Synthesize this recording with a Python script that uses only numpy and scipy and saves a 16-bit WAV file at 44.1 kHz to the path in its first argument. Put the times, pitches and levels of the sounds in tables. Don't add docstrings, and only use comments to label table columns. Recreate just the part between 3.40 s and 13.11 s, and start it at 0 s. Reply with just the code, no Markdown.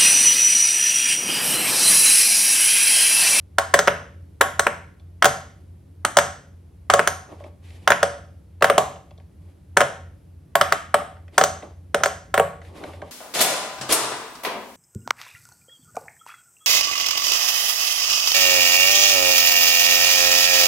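import sys
import numpy as np
from scipy import signal
from scipy.fft import rfft, irfft, next_fast_len
from scipy.io import wavfile
from scipy.ndimage import map_coordinates

SR = 44100
rng = np.random.default_rng(int(sys.argv[2]) if len(sys.argv) > 2 else 0)


def master(y):
    cut = np.clip(np.atleast_2d(y).T, -1, 1)
    pcm = np.round(cut * 32767)
    wavfile.write(sys.argv[1], SR, pcm.astype(np.int16))


N = 428211


def amp(db):
    return 10 ** (np.asarray(db) / 20)


def unit_rms(x):
    return x / np.sqrt(np.mean(x ** 2) + 1e-20)


def along(points, hz, column=1):
    rows = np.array(points, float)
    return np.interp(np.log(hz + 1), np.log(rows[:, 0] + 1), rows[:, column])


def filtered(x, response):
    size = next_fast_len(x.shape[-1] + 4096)
    return irfft(rfft(x, size) * response(np.fft.rfftfreq(size, 1 / SR)), size)[..., :x.shape[-1]]


def resonance(hz, centre_hz, width_hz):
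    return 1j * hz * width_hz / (centre_hz ** 2 - hz * hz + 1j * hz * width_hz)


def stereo_noise(spectrum, coherence):
    noise = filtered(rng.standard_normal((2, N)), lambda hz: amp(along(spectrum, hz)))
    angle = lambda hz: np.arccos(np.clip(along(coherence, hz), -1, 1)) / 2
    mid, side = filtered(noise, lambda hz: np.array([np.cos(angle(hz)), np.sin(angle(hz))]))
    return np.array([mid + side, mid - side])


def wobble(rate_hz):
    knots = rng.standard_normal(int(N * rate_hz / SR) + 4)
    return map_coordinates(knots, [np.arange(N) * rate_hz / SR])


def ring(t, hz, t60_s, attack_s):
    t = np.maximum(t, 0)
    return np.sin(2 * np.pi * hz * t) * amp(-60 * t / t60_s) * (1 - np.exp(-t / attack_s))


def add(track, start_s, sound):
    part = track[:, round(start_s * SR):][:, :sound.shape[1]]
    part += sound[:, :part.shape[1]]


# (time [s], level [dB], hollow pitch [Hz], crack [dB re level], sheen [dB re level],
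# table ring [dB re level], favoured table pitch [Hz])
DOME_POPS = [(0.185, 9.5, 1393, -8.5, -19, -19, 719), (0.3403, 10.5, 1467, -7.5, -15, -19, 622),
             (0.3421, 12.5, 1633, -10.5, -14.5, -22, 597), (0.3911, 7.5, 1356, -10, -7, -17.5, 565),
             (0.4749, 4.5, 1188, -11, -11.5, -17, 559.6), (0.4805, 11, 1415, -18, -21, -22, 550),
             (1.0112, 8.5, 1432, -5, -13, -18, 570), (1.0134, 11, 1412, -9.5, -15.5, -21.5, 874),
             (1.1952, 7, 1402, -5.5, -9, -16, 651), (1.2684, 10, 1443, -17.5, -25.5, -22, 579.5),
             (1.8247, 12, 1345, -14.5, -16.5, -27, 704), (1.845, 12.5, 1396, -6, -11.5, -27, 724),
             (1.8554, 6.5, 1414, -3.5, -6, -13, 628.7), (1.8598, 4, 1223, -5.5, -3, -22, 626.4),
             (2.6504, 7, 1219, -6.5, -7.5, -28, 760), (2.7703, 10, 1262, -7, -7, -18, 630),
             (2.7715, -1, 910, 2.5, 2, -9, 644), (2.7876, 11.5, 1354, -10.5, -14, -23.5, 620),
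             (3.5011, 11.5, 1128, -12.5, -17.5, -25.5, 697.5), (3.5378, 10.5, 1132, -9, -16, -15.5, 626.3),
             (3.5937, 10, 1375, -15.5, -23.5, -20, 539), (3.6749, 7.5, 1353, -8.5, -7, -20, 737),
             (4.4767, 12, 1348, -10.5, -15, -23, 657), (4.5044, 10, 1453, -6.5, -13, -18, 671.7),
             (4.5197, 11, 1397, -20, -22, -33, 686), (4.6303, 7.5, 1306, -9.5, -12.5, -16, 575),
             (5.2242, 10, 1171, -12.5, -17, -18, 576.4), (5.244, 10, 1412, -12.5, -20, -18, 673.5),
             (5.2997, 8.5, 1093, -12, -20.5, -16, 609), (5.3808, 8, 932, -8.5, -21, -13, 651.7),
             (6.3697, 3.5, 1387, -18.5, -11.5, -20, 568), (6.372, 12.5, 1466, -9.5, -17.5, -20.5, 574),
             (6.4065, 8.5, 1272, -8.5, -16, -18, 739.4), (6.4148, 5, 1390, -18.5, -12.5, -14, 600),
             (7.1547, 7.5, 1459, -5, -10.5, -15, 729), (7.2129, 11.5, 1212, -11.5, -15.5, -21.5, 719),
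             (7.3242, 10, 1205, -13, -18, -22.5, 739.5), (7.5434, 8.5, 1121, -11.5, -18, -15, 676),
             (7.9809, 11, 1366, -6.5, -16.5, -17, 716), (8.0131, 8, 1121, -15.5, -16.5, -14, 640),
             (8.0386, 3.5, 1348, -1.5, 1, -18.5, 680), (8.5458, 4.5, 1357, -9, -13, -14, 552),
             (8.6362, 7.5, 1337, -14, -5, -24.5, 665), (8.6593, 1.5, 1404, -6.5, -15.5, -13.5, 610),
             (8.9421, 4, 1334, -7.5, -18.5, -18.5, 682), (8.9781, 6.5, 1450, -11, -26, -15.5, 560),
             (8.9977, 3, 1180, -8.5, -21.5, -6.5, 592)]
def dome_pops():
    snap_db, taut_snap_hz, sheen_hz = -8.5, 3090, 6250
    taut_sheen_db, sag_hz_per_db, boost_db_per_db = -18, 64, 0.31
    stand_lead_s = 0.0022
    out, t = np.zeros((2, N)), np.arange(SR // 5) / SR
    air_t = t - stand_lead_s
    arrived, age_s = air_t >= 0, np.maximum(air_t, 0)
    click = arrived * (1 - age_s / 0.00005) * np.exp(-age_s / 0.00005)
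    glide_t = air_t + 0.00025 * (1 - np.exp(-age_s / 0.00019))
    for time_s, level_db, hollow_hz, crack_db, sheen_db, table_db, favoured_hz in DOME_POPS:
        hollow = ring(glide_t, hollow_hz, t60_s=0.0045, attack_s=0.00073)
        spray = arrived * amp(-6 - 60 * age_s / 0.0049) * np.diff(rng.standard_normal(len(t) + 1))
        crack = amp(crack_db) * (click + spray)
        slack_db = max(taut_sheen_db - sheen_db, 0)
        snap_hz = taut_snap_hz - sag_hz_per_db * slack_db
        snap = -amp(snap_db + boost_db_per_db * slack_db) * ring(air_t, snap_hz, 0.003, 0.0001)
        sheen = amp(sheen_db) * ring(air_t, sheen_hz, 0.0018, 0.0001)
        stand = -amp(-21) * ring(t, 1100, 0.012, 0.0003)
        wood = amp(table_db) * table_ring(t, favoured_hz, t60_scale=0.82)
        pop = amp(level_db) * (hollow + crack + snap + sheen + stand + wood)
        add(out, time_s - stand_lead_s, in_room(pop, wet_db=-3))
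    return out


# (frequency [Hz], level [dB], t60 [s])
TABLE_MODES = [(137, -4.5, 0.3), (172, -7, 0.16), (245, -13, 0.06), (421.4, -6, 0.044), (466, -8, 0.042),
               (571.9, -6.5, 0.06), (672.6, -3.5, 0.032), (765.5, -2.5, 0.045), (902, 0.5, 0.02),
               (1070, 1.5, 0.025), (1111.7, -7.5, 0.12), (1630, -7.5, 0.029), (1630, -8, 0.011),
               (1640, -4.5, 0.021), (1970, 10, 0.012)]
def table_ring(t, favoured_hz, t60_scale):
    rolloff_db_per_octave = 16.5
    hz, level_db, t60_s = np.transpose(TABLE_MODES)[:, :, None]
    spread_db, detune = rng.standard_normal((2, len(hz), 1)) * [[[2]], [[0.006]]]
    spot_db = -rolloff_db_per_octave * abs(np.log2(hz / favoured_hz))
    hz = hz * (1 + detune)
    damped = ring(t, hz, t60_scale * t60_s, 0.0042)
    lingering = amp(-15.5) * ring(t, hz, 3.4 * t60_scale * t60_s, 0.0043)
    polarity = (-1.) ** np.arange(len(hz))
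    return polarity @ (amp(level_db + spot_db + spread_db) * (damped + lingering))


# (time [s], level [dB], tick pitch [Hz], thud [dB re tick])
FINGER_TAPS = [(1.5971, -51, 3070, -9), (2.0996, -49.5, 1910, -5.5), (3.8876, -53, 2150, 3.5),
               (3.9186, -48, 2430, 9), (4.0008, -49, 2140, 9.5), (4.0392, -38, 2520, 0),
               (4.0774, -61, 1960, 9.5), (4.304, -42, 2870, -18.5), (5.2085, -32.5, 1900, 6.5),
               (5.5589, -43, 3100, 0), (5.708, -45, 2510, -4), (5.7772, -46.5, 3810, -7),
               (5.7994, -48.5, 2300, -6.5), (7.768, -47.5, 1300, -3), (7.8799, -42, 2140, -16.5),
               (7.944, -50, 2100, -6), (8.225, -36, 2780, -1), (8.604, -30.5, 1300, 2),
               (9.216, -40.5, 1990, -15.5), (9.2489, -43, 2220, -16), (9.3554, -44, 2250, 0.5),
               (9.4253, -49, 2400, 11.5), (9.4375, -28, 2170, -5.5), (9.5335, -38, 1990, -3),
               (9.618, -32.5, 1930, 3.5)]
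def finger_taps():
    out, t = np.zeros((2, N)), np.arange(SR // 10) / SR
    for time_s, level_db, tick_hz, thud_db in FINGER_TAPS:
        puff = rng.standard_normal(len(t)) * amp(-60 * t / 0.01) * (1 - np.exp(-t / 0.002))
        tick = filtered(puff, lambda hz: resonance(hz, tick_hz, width_hz=1800) ** 2)
        thud = table_ring(t - 0.003, favoured_hz=590, t60_scale=0.4)
        tap = tick / abs(tick).max() + amp(thud_db) * thud / abs(thud).max()
        add(out, time_s, in_room(amp(level_db) * tap, wet_db=-2))
    return out


# (start [s], length [s], drag [dB], hiss [dB])
STROKES = [(3.851, 0.05, -40, -51.5), (3.967, 0.1, -48.5, -63), (4.2, 0.26, -58.5, -59),
           (5.971, 0.15, -61.5, -72), (7.899, 0.15, -50.5, -53.5), (8.201, 0.034, -40.5, -56.5),
           (9.183, 0.36, -54, -60.5), (9.33, 0.15, -44.5, -57.5), (9.508, 0.16, -52.5, -61.5),
           (9.603, 0.033, -45, -65.5)]
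# (frequency [Hz], relative density [dB])
DRAG_SPECTRUM = [(120, -7), (300, 9.5), (600, 5.5), (1200, -0.5), (2500, -52.5)]
HISS_SPECTRUM = [(800, -17.5), (2000, 2.5), (3500, -2), (6000, -10), (12000, -12), (13000, -40)]
# (frequency [Hz], coherence [ratio])
STROKE_COHERENCE = [(200, 1), (700, 0.58), (1400, 0.55), (3000, 0.66), (12000, 0.69)]
def hand_slides():
    rise_s, fade_t60_s = 0.05, 0.31
    t = np.arange(SR * 3 // 4) / SR
    drag, hiss = (unit_rms(amp(3 * wobble(30)) * stereo_noise(spectrum, STROKE_COHERENCE))
                  for spectrum in (DRAG_SPECTRUM, HISS_SPECTRUM))
    envelopes = np.zeros((2, N))
    for start_s, length_s, drag_db, hiss_db in STROKES:
        swell = np.clip(t / rise_s, 0, 1) ** 2
        fade = amp(-60 * np.maximum(t - length_s, 0) / fade_t60_s)
        add(envelopes, start_s, amp([[drag_db], [hiss_db]]) * swell * fade)
    return envelopes[0] * drag + envelopes[1] * hiss


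# (frequency [Hz], t60 [s], relative level [dB], coherence [ratio])
ROLLED_OFF_TAIL = [(147, 0.74, 4.5, 0.99), (300, 0.2, -5, 1), (640, 0.4, -2, 0.89),
                   (1500, 0.44, -5.5, 0.11), (2530, 0.46, -5.5, 0.67), (5060, 0.46, -2.5, 0.93),
                   (12400, .32, -1.5, 0.25), (13300, 0.12, -14, 1)]
# (frequency [Hz], relative level [dB])
EARLY_SCATTER = [(300, -2.5), (1500, -2.5), (3500, 14.5), (11000, 6), (13000, -13.5)]
# (delay [s], level [dB])
NEAR_ECHOES = [(.0032, -19.5), (.0049, -12), (.0098, -25), (0.0125, -21.5)]
def in_room(sound, wet_db):
    scatter_t60_s, onset_s = 0.028, 0.00033
    hz, t, (mid, side) = signal.stft(rng.standard_normal((2, SR // 2)), SR, nperseg=256)
    hz = hz[:, None]
    t60_s, level_db, coherence = (along(ROLLED_OFF_TAIL, hz, column) for column in (1, 2, 3))
    angle = np.arccos(np.clip(coherence, -1, 1)) / 2
    mid, side = np.cos(angle) * mid, np.sin(angle) * side
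    decay = amp(level_db - 60 * t / t60_s) + amp(along(EARLY_SCATTER, hz) - 60 * t / scatter_t60_s)
    response = signal.istft(decay * [mid + side, mid - side], SR, nperseg=256)[1]
    response *= amp(wet_db) / np.linalg.norm(response[0])
    response *= np.clip(np.arange(response.shape[1]) / SR / onset_s, 0, 1)
    response[:, 0] = 1
    for delay_s, echo_db in NEAR_ECHOES:
        delay_samples = round(SR * delay_s * rng.uniform(0.94, 1.06)) + rng.integers(0, 3, 2)
        response[[0, 1], delay_samples] += amp(echo_db)
    return signal.fftconvolve(sound[None], response, axes=1)


def hum():
    tones_hz, tones_db, beat_hz, beat_peak_s = 86.96, -46.5, 3.43, 0.826
    mode_hz, mode_db, jolt_re_pop_db = 88.3, -54, -49
    t = np.arange(N) / SR
    tones = 2 * np.cos(np.pi * beat_hz * (t - beat_peak_s)) * np.sin(2 * np.pi * tones_hz * t)
    waver_db = 1.5 * wobble(1.6)
    mode = filtered(rng.standard_normal((1, N)), lambda hz: resonance(hz, mode_hz, width_hz=17))
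    out = amp(tones_db + waver_db) * tones + amp(mode_db) * unit_rms(mode)
    jolt = ring(t[None, :SR // 2], mode_hz, t60_s=0.4, attack_s=0.013)
    for time_s, pop_db, *_ in DOME_POPS:
        add(out, time_s, amp(pop_db + jolt_re_pop_db) * rng.standard_normal() * jolt)
    return out


# (frequency [Hz], relative density [dB])
FLOOR_SPECTRUM = [(15, -64.5), (25, -34), (53, -12.5), (70, -2), (90, -10), (118, -13.5), (177, -13),
                  (232, -24.5), (280, -19), (445, -28), (900, -44), (2400, -51), (7200, -54.5),
                  (11900, -46.5), (13000, -70), (16500, -72)]
# (frequency [Hz], coherence before clipping to +-1 [ratio])
FLOOR_COHERENCE = [(60, 1), (200, 0.96), (400, -0.0085), (800, 0.33), (1300, -1.4), (2400, 0.73),
                   (12000, -0.29)]
def noise_floor():
    noise = stereo_noise(FLOOR_SPECTRUM, FLOOR_COHERENCE)
    return amp(-50 + 0.7 * wobble(6)) * unit_rms(noise)


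# (frequency [Hz], gain [dB])
PORT_GAIN = [(30, -22.5), (130, 7.5), (400, 8.5), (2000, 5), (2600, -4.5), (3200, -3.5), (4300, -3),
             (6200, -1.5), (7300, 3.5), (8500, 1), (11000, -8), (13500, -3.5), (15400, -5.5),
             (17000, -12.5)]
# (frequency [Hz], left lead [rad])
WIDENING_PHASE = [(30, 0), (2070, -.2), (3500, .3), (4200, .8), (6200, .9), (7150, 2.8), (8270, 6.1),
                  (9850, 6.3), (10800, 7.7), (12500, 9.3), (16000, 10)]
def phone_response(hz):
    half_lead_rad = 0.5 * along(WIDENING_PHASE, hz)
    return amp(along(PORT_GAIN, hz)) * np.exp(1j * np.array([half_lead_rad, -half_lead_rad]))


def scene():
    impacts = filtered(dome_pops() + finger_taps(), phone_response)
    return impacts + hand_slides() + noise_floor() + hum()


def record(dry):
    stop_hz, taper_hz = 16800, 400
    clipped = dry / (1 + np.abs(dry) ** 12) ** (1 / 12)
    limited = filtered(clipped, lambda hz: np.clip((stop_hz - hz) / taper_hz, 0, 1) ** 2)
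    return np.clip(limited, -1, 1)


dry = scene()
out = record(dry)
master(out)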